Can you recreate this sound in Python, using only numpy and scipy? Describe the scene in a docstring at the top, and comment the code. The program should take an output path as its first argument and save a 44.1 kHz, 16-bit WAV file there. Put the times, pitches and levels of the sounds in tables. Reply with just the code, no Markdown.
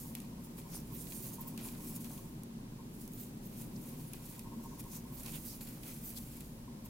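"""Hand knitting close to a stereo microphone in a quiet room. From the start a ventilation fan hums and
rumbles, and a part of it rubs about fifteen times a second, chirping softly. In front, friction makes yarn
hiss over fingers and needles, the needles scrape through the stitches, the fabric rustles and the tips
now and then tick together. Soon after 2 s the hands rest; near 3 s they resume, and after 6.4 s their
strokes fade, with one last slide of yarn over the fan."""
import sys
import numpy as np
from scipy import signal
from scipy.fft import rfft, irfft, next_fast_len
from scipy.io import wavfile
from scipy.ndimage import uniform_filter1d, map_coordinates

SR = 44100
rng = np.random.default_rng(int(sys.argv[2]) if len(sys.argv) > 2 else 0)


def unload_wav(signal):
    """Save mono or channel-first audio to the path in sys.argv[1] as 16-bit WAV at rate SR, clipped to [-1, 1]."""
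    wavfile.write(
        sys.argv[1],
        SR,
        np.round(np.clip(np.atleast_2d(signal).T, -1, 1) * 32767).astype(np.int16),
    )


N = 304069
TIME = np.arange(N) / SR
SIZE = 2 * next_fast_len(N // 2 + 4096)  # FFT length, with room for ringing
FREQ = np.maximum(np.arange(SIZE // 2 + 1) * SR / SIZE, 1)

# Bending modes of a needle damped by fingers and wool.
# Each row: frequency in Hz, bandwidth in Hz, relative level in dB.
NEEDLE_MODES = [(647, 200, -4), (1470, 210, -7), (1960, 280, -5.5), (2420, 280, -0.5), (2770, 410, -4.5),
                (3300, 380, -5), (4100, 1100, -2), (4440, 770, -3.5), (5500, 1900, -4)]


def undb(db):
    """Decibels to amplitude gain."""
    return 10 ** (np.asarray(db) / 20)


def unit(x):
    """Scale to rms 1."""
    return x / np.sqrt(np.mean(np.abs(x) ** 2))


def curve(points):
    """Linear interpolation of (seconds, value) points, one value a sample."""
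    return np.interp(TIME, *np.transpose(points))


def colour(points):
    """Gain at every frequency from (Hz, dB) points."""
    hz, db = np.transpose(points)
    return undb(np.interp(np.log(FREQ), np.log(hz), db))


def resonances(modes):
    """Gain at every frequency of damped oscillators whose powers add."""
    return np.sqrt(sum(undb(2 * db) / width / (1 + ((FREQ ** 2 - hz ** 2) / (FREQ * width)) ** 2)
                       for hz, width, db in modes))


def shape(x, gain):
    """Filter by multiplying the spectrum."""
    return irfft(rfft(x, SIZE) * gain, SIZE)[..., :N]


def ring(x, gain):
    """Minimum-phase filter with the given gain curve; white noise keeps its power."""
    cepstrum = irfft(np.log(unit(gain) + 1e-9), SIZE)
    cepstrum[1:SIZE // 2] *= 2
    cepstrum[SIZE // 2 + 1:] = 0
    return shape(x, np.exp(rfft(cepstrum)))


def stereo(pair, side):
    """Left and right from a mid and a side signal."""
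    return np.array([pair[0] + side * pair[1], pair[0] - side * pair[1]]) / np.sqrt(1 + side ** 2)


def pan(db):
    """Channel gains for a level difference, left minus right."""
    return undb(np.array([db, -db]) / 2)


def walk(rate):
    """Smooth random fluctuation of rms 1, with `rate` new values a second."""
    step = int(SR / rate)
    held = np.repeat(rng.standard_normal(N // step + 1), step)[:N]
    return unit(uniform_filter1d(held, step))


def noise():
    """Two uncorrelated white noises."""
    return rng.standard_normal((2, N))


def slips(rate, spread_db):
    """Stick-slip friction: about `rate` tiny releases a second, a few larger than the rest."""
    size = undb(spread_db * np.minimum(rng.exponential(size=N), 5))
    return unit(noise() * size * (rng.random(N) < rate / SR))


def ventilation(air_db=-50, duct_db=-51, follow=0.56):
    """Flow noise excites duct and room resonances; both swell with the draught."""
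    # Spectrum of the moving air. Each row: frequency in Hz, relative density in dB.
    air_spectrum = [(12, -28.5), (25, 3.5), (42, -4), (80, -17), (115, 2), (160, 2.5), (250, 0), (330, -7),
                    (450, -13.5), (650, -19.5), (950, -22.5), (1400, -29), (3000, -31.5), (16000, -35)]
    # Duct and room resonances. Each row: frequency in Hz, bandwidth in Hz, relative level in dB.
    duct_modes = [(29.6, 5.4, -6.5), (53.3, 1.9, -11), (107, 10, -4), (150.5, 10.6, 2), (158.3, 6.2, 0.5),
                  (207, 6.7, -1), (228.6, 5.5, 6), (246.7, 8.5, -2), (245, 6.7, 3), (305.6, 5.3, -4.5),
                  (386, 13.7, -6), (541, 6.7, -12)]
    # Stereo width, narrow in the bass. Each row: frequency in Hz, side minus mid in dB.
    air_width = [(30, -34), (70, -15), (170, -24.5), (280, -13), (500, -4), (1000, 3.5), (3000, 2),
                 (16000, 2)]
    # Strength of the draught. 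Each row: time in seconds, relative level in dB.
    draught = [(0, -49), (0.5, -49), (1.65, -46.5), (2.2, -48.5), (2.8, -50), (3.3, -49), (3.7, -45.5),
               (4.3, -51), (4.5, -48), (5.35, -49.5), (6.45, -51.5), (6.7, -50.5)]
    draught_db = curve(draught)
    swell = undb(follow * (draught_db - draught_db.mean()))
    air = ring(noise(), colour(air_spectrum)) * undb(air_db)
    duct_tilt = colour([(20, 2.5), (560, -2.5), (1200, -26)])
    duct = ring(noise(), resonances(duct_modes) * duct_tilt) * undb(duct_db)
    # the deepest rumble and the high hiss stay nearly steady
    body = shape(air + duct, colour([(90, -36), (150, 6), (700, -2), (2000, -15)]))
    mid, side = air + duct + body * (swell - 1)
    side = shape(side, colour(air_width))
    return np.array([mid + side, mid - side]) * pan(0.18)[:, None]


def motor(shaft_hz=57.4, mains_hz=120.7, whine_hz=10200, waver_db=2.8, mains_db=-62, whine_db=-78):
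    """Forced vibration: an uneven shaft drone and a wavering mains hum, with a thin whine far above."""
    # Drone of the shaft. Each row: time in seconds, relative level in dB.
    drone_levels = [(0, -60), (2.2, -61), (3.3, -61), (3.9, -60), (4.3, -65), (4.75, -56), (5.15, -54),
                    (5.65, -64), (6.45, -57), (6.89, -64)]
    drone_gain = undb(curve(drone_levels) - 3 + waver_db * walk(7))
    drone = drone_gain * unit(np.sin(2 * np.pi * np.cumsum(shaft_hz + walk(8)) / SR))
    hum = undb(mains_db + 0.37 * walk(1.2)) * unit(np.sin(2 * np.pi * mains_hz * TIME))
    whine = undb(whine_db) * ring(noise(), resonances([(whine_hz, 250, 0)]))
    return drone + hum + whine


def chirps(turn_hz=14.986, first_rub_s=0.052, jitter_s=0.01, length_s=0.0086, lead_s=0.0053, ring_s=0.012):
    """Friction excites resonance: a fan part rubs once a turn, mostly faintly, ringing close modes."""
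    # The hardest rubs, each peaking lead_s early. Each row: time in seconds, level in dB.
    hard_rubs = [(0.658, -58), (0.923, -57), (1.395, -48.5), (1.465, -54), (1.793, -54.5), (2.798, -55.5),
                 (4.463, -54), (4.731, -54.5), (4.864, -54.5), (6.682, -57)]
    # Rubbing on the other turns. Each row: time in seconds, relative level in dB.
    faint_rubs = [(0, -60.5), (1.1, -62), (1.5, -59), (2.2, -59), (2.65, -63.5), (3.3, -70), (4.3, -61),
                  (4.55, -54), (5.05, -56), (5.4, -65), (6.3, -69), (6.85, -59)]
    # Modes rung by the rubbing. Each row: frequency in Hz, bandwidth in Hz, relative level in dB.
    modes = [(923, 31.5, 4), (990, 90.2, 2), (1069, 31.5, 3)]
    loud = sum(undb(db) * np.exp(-.5 * ((TIME - s + lead_s) / length_s) ** 2) for s, db in hard_rubs)
    turns = turn_hz * (TIME - first_rub_s + jitter_s * walk(turn_hz))
    touch = np.cos(np.pi * turns) ** 4
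    faint = undb(curve(faint_rubs) - 2 + 1.5 * walk(2 * turn_hz)) * touch
    hold = np.exp(-1 / (ring_s * SR))
    envelope = signal.lfilter([1 - hold], [1, -hold], np.maximum(loud, faint))
    # each side hears the modes by other paths, so their phases wander apart
    tones = np.zeros((2, N))
    for channel in tones:
        for hz, width, db in modes:
            channel += undb(db) * np.sin(2 * np.pi * np.cumsum(hz + width / 2 * walk(200)) / SR)
    return stereo(unit(tones), side=0.25) * envelope * undb(1.5 * walk(250))


def strokes(roundness=1.27, linger_db=-16, linger_s=0.26):
    """Incoherent sources add in power: the rubbing and scraping levels in dB of overlapping strokes."""
    # Pushes and pulls of the hands. Each row: peak time, rise and fall in seconds,
    # then relative levels of yarn rubbing and needle scraping in dB.
    hand_strokes = [(0.016, 0.12, 0.094, -49, -71), (0.169, 0.025, .11, -59.5, -62.5),
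                    (0.449, .017, .018, -55, -76), (0.586, 0.011, 0.018, -48.5, -58),
                    (0.753, .042, .044, -48.5, -55.5), (0.952, 0.07, .028, -60, -61),
                    (1.012, .067, .041, -49.5, -66), (1.155, 0.13, 0.098, -48, -64),
                    (1.268, 0.053, 0.05, -47, -59.5), (1.336, 0.016, 0.024, -47, -67),
                    (1.421, 0.034, 0.025, -54, -61), (1.487, 0.025, 0.036, -53.5, -61.5),
                    (1.592, 0.014, .035, -63, -54), (1.673, 0.068, .024, -48, -55.5),
                    (1.718, .06, .039, -55.5, -58.5), (1.88, .095, 0.062, -48.5, -58.5),
                    (1.963, .023, .014, -46, -61), (2.01, 0.0079, 0.082, -51, -69),
                    (2.055, 0.013, 0.022, -56, -55), (2.106, 0.015, 0.15, -52.5, -66),
                    (2.944, .019, 0.065, -60, -81), (3.013, .023, 0.062, -53.5, -73.5),
                    (3.213, .057, 0.068, -51.5, -61), (3.452, .022, .023, -56, -67),
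                    (3.616, 0.098, 0.039, -52, -62), (3.888, 0.16, 0.11, -55, -64),
                    (3.999, .035, 0.12, -58, -66), (4.148, 0.036, 0.045, -57, -58.5),
                    (4.258, 0.023, 0.02, -53, -73), (4.305, 0.1, 0.14, -53.5, -62.5),
                    (4.642, .022, .034, -57, -73), (4.802, 0.012, 0.01, -46, -56),
                    (4.966, 0.063, 0.02, -47.5, -59), (5.19, .054, 0.12, -51.5, -61),
                    (5.275, 0.025, 0.028, -55, -52), (5.355, 0.082, 0.039, -46.5, -55.5),
                    (5.477, .07, 0.092, -48, -67), (5.612, 0.0059, 0.045, -49, -57),
                    (5.674, .009, 0.091, -52, -55.5), (5.885, 0.052, .11, -49, -56.5),
                    (6.055, .033, 0.22, -50, -63), (6.177, 0.016, .014, -45.5, -63),
                    (6.343, 0.1, 0.16, -56, -65.5), (6.859, 0.0094, .016, -56, -63)]
    rub, drag = np.zeros((2, N))
    for s, rise, fall, rub_db, scrape_db in hand_strokes:
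        t = TIME - s
        swell = np.exp(-2 * np.abs(t / np.where(t < 0, rise, fall)) ** roundness)
        # the fingers slide on faintly around every stroke
        linger = undb(linger_db) ** 2 * np.exp(-2 * np.abs(t) / linger_s)
        rub += (swell + linger) * undb(rub_db) ** 2
        drag += (swell + linger) * undb(scrape_db) ** 2
    return 10 * np.log10(rub), 10 * np.log10(drag)


def fabric(scrape_db, gain_db=-6):
    """Sparse frictional slips: each push of a needle shifts the knitted piece, which rustles dully."""
    # Spectrum of the rustle. Each row: frequency in Hz, relative density in dB.
    rustle_spectrum = [(120, -25), (300, 5), (500, -7.5), (800, -4), (1400, -11), (3000, -31)]
    folds = stereo(slips(rate=500, spread_db=3.5), side=0.49)
    return ring(folds * undb(scrape_db + gain_db), colour(rustle_spectrum))


def scrape(scrape_db):
    """Stick-slip friction rings the bending modes of a needle as it drags through the stitch."""
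    drag = stereo(slips(rate=3500, spread_db=0.5), side=0.8) * undb(2.1 * walk(70))
    return ring(drag * undb(scrape_db - 3.5), resonances(NEEDLE_MODES))


def clicks(echo_db=-16, echo_s=0.017, snap=2.4):
    """Impact: the tips meet and skid, the shaft rings in its modes, table and walls reflect faintly."""
    # Needle contacts. Each row: start in seconds, tick and shaft levels in dB,
    # base decay time in seconds, left minus right in dB.
    contacts = [(0.1517, -40, -48, 0.0026, 2), (0.2023, -50, -58, 0.0017, 1), (0.615, -64, -60, 0.0039, 0),
                (1.0693, -54, -53.5, 0.0033, 0), (1.1100, -60, -59, 0.001, -2),
                (1.1216, -57, -51.5, 0.0035, 1), (1.5767, -46.5, -49.5, 0.0021, -2),
                (1.686, -48.5, -51, 0.0023, 1), (2.0455, -47.5, -58, 0.0012, 2),
                (2.178, -55, -58, 0.0026, -3), (2.4346, -48.5, -68, 0.0011, -1),
                (3.0543, -57, -76, 0.001, -3), (3.0777, -49.5, -69, 0.0023, -5),
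                (3.1198, -56, -75, 0.0011, -2), (3.1354, -53, -72, 0.0017, -4),
                (3.62, -51, -59.5, 0.0037, -3), (4.1337, -44.5, -51, 0.0035, 3),
                (4.3936, -47, -53, 0.0024, -2), (4.8405, -55, -64, 0.0017, 1),
                (5.2336, -50, -59, 0.0011, 0), (5.2611, -48, -48, 0.0025, 1), (5.6087, -53, -56, 0.0018, 4),
                (5.8328, -52, -53, 0.0029, -4), (6.1036, -49, -61, 0.001, -1), (6.1843, -49, -59, 0.004, 4),
                (6.4074, -48.5, -55, 0.0035, -1)]
    # Spectrum of a tip contact. Each row: frequency in Hz, relative density in dB.
    tick_spectrum = [(1000, -42), (3500, -46), (6000, -2), (9000, -1), (10800, 2.5), (13000, -0.5),
                     (16000, -3)]
    # A light tap barely stirs the low modes. Each row: frequency in Hz, relative gain in dB.
    tap_spectrum = [(600, -20), (1500, -7), (2400, 0), (6000, 0)]
    tick, shaft = np.zeros((2, 2, N))
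    t = np.arange(SR // 10) / SR
    window = SR / 200  # a blow carries the energy of about 5 ms at its level
    echo = undb(echo_db) * np.exp(-t / echo_s) / np.sqrt(echo_s * SR / 2)
    for s, tick_db, shaft_db, decay, pan_db in contacts:
        start = int(s * SR)
        for track, db, tau, side in ((tick, tick_db, decay / 2, .6), (shaft, shaft_db, decay * 2, .9)):
            skid = stereo(rng.standard_normal((2, len(t))), side) * np.exp(-t / tau)
            skid[:, 0] += snap  # the first touch is the hardest
            blow = unit(skid) / np.sqrt(len(t)) + echo * rng.standard_normal((2, len(t)))
            blow *= undb(db) * np.sqrt(window) * pan(pan_db)[:, None]
            track[:, start:start + len(t)] += blow[:, :N - start]
    shaft_response = resonances(NEEDLE_MODES) * colour(tap_spectrum)
    return ring(tick, colour(tick_spectrum)) + ring(shaft, shaft_response)


def swishes(width_hz=1900):
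    """Narrow-band friction noise: taut yarn runs over a needle, a faster slide giving a higher band."""
    # Quick slides of yarn. Each row: peak time and half length in seconds,
    # band centre in Hz, level in dB, left minus right in dB.
    slides = [(0.757, 0.032, 5800, -56, 2), (0.758, 0.012, 9700, -48.5, 0), (0.95, 0.02, 14100, -52, -7),
              (1.01, .018, 9000, -54, -4), (1.17, 0.021, 9200, -52.5, -6), (1.245, .013, 14600, -49, 0),
              (1.412, 0.0041, 14000, -44, -3), (1.482, 0.0082, 14500, -48, 0),
              (1.651, 0.013, 10600, -49, 0), (3.145, .015, 15000, -56, -3), (3.208, 0.016, 14400, -51, -3),
              (3.466, .006, 14500, -52, -4), (3.764, 0.0043, 5400, -57.5, 1),
              (4.083, 0.015, 10800, -57.5, 3), (4.718, 0.074, 6270, -66, 0), (4.95, 0.032, 6430, -57, 3),
              (5.15, .022, 14500, -56, -8), (5.349, 0.018, 2900, -54.5, -1), (5.463, .018, 14100, -52, -4),
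              (5.51, 0.032, 5180, -56.5, -2), (6.07, 0.027, 13900, -48, -1), (6.174, 0.0095, 4490, -54, 9),
              (6.858, .007, 13700, -55, 3)]
    out = np.zeros((2, N))
    lowpass = signal.butter(2, width_hz / 2, fs=SR, output="sos")
    baseband = unit(signal.sosfilt(lowpass, stereo(noise() + 1j * noise(), side=0.85)))
    for s, length, hz, db, pan_db in slides:
        near = np.abs(TIME - s) < 4 * length
        t = TIME[near] - s
        hiss = np.sqrt(2) * np.real(baseband[:, near] * np.exp(2j * np.pi * hz * t))
        out[:, near] += hiss * np.exp(-.5 * (t / length) ** 2) * undb(db) * pan(pan_db)[:, None]
    return out


def hand_reflection(x, lag_s=0.000493, drift=0.248, share=0.32):
    """Comb filtering: a reflection off the moving hands adds shifting peaks and dips to each side."""
    positions = [np.arange(N) - SR * lag_s * np.exp(drift * walk(5)) for _ in x]
    reflected = np.array([map_coordinates(side, [at], order=3) for side, at in zip(x, positions)])
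    return unit(x + share * reflected)


def yarn(rub_db):
    """Dense stick-slip friction: fibres catch and let go as the yarn slides; its tension flutters."""
    # Spectrum of sliding yarn. Each row: frequency in Hz, relative density in dB.
    hiss_spectrum = [(300, -13.5), (800, -14), (1600, -26), (3500, -15), (5000, -9), (7000, -4), (8500, -3),
                     (10000, -.5), (11500, -1), (13000, 1), (16000, -2.5)]
    # The right hand swings the yarn out to its side.
    # Each row: peak time and half length in seconds, left minus right in dB.
    swings = [(1.13, 0.15, -4), (3.35, 0.35, -1), (5.35, 0.16, -4)]
    pan_db = sum(db * np.exp(-.5 * ((TIME - s) / length) ** 2) for s, length, db in swings)
    fibres = hand_reflection(stereo(slips(rate=15000, spread_db=1.4), side=0.5))
    flutter = undb(0.99 * walk(120))
    return ring(fibres * flutter * undb(rub_db + 0.5), colour(hiss_spectrum)) * pan(pan_db)


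def scene():
    """Superposition of the knitting in front and the fan behind."""
    rub_db, scrape_db = strokes()
    knitting = yarn(rub_db) + scrape(scrape_db) + fabric(scrape_db) + swishes() + clicks()
    return knitting + chirps() + ventilation() + motor()


def record(dry, top_hz=15800):
    """Frequency response: the left microphone is fuller, the right brighter; a low-pass cuts the top."""
    lean = colour([(150, 0.024), (500, 0.42), (1200, 0.4), (2500, -0.45),
                   (4500, 0.31), (8000, 0.12), (12000, -0.71)])
    heard = shape(dry, np.array([lean, 1 / lean]))
    return signal.sosfilt(signal.ellip(10, .1, 70, top_hz, fs=SR, output="sos"), heard)


dry = scene()
out = record(dry)
unload_wav(out)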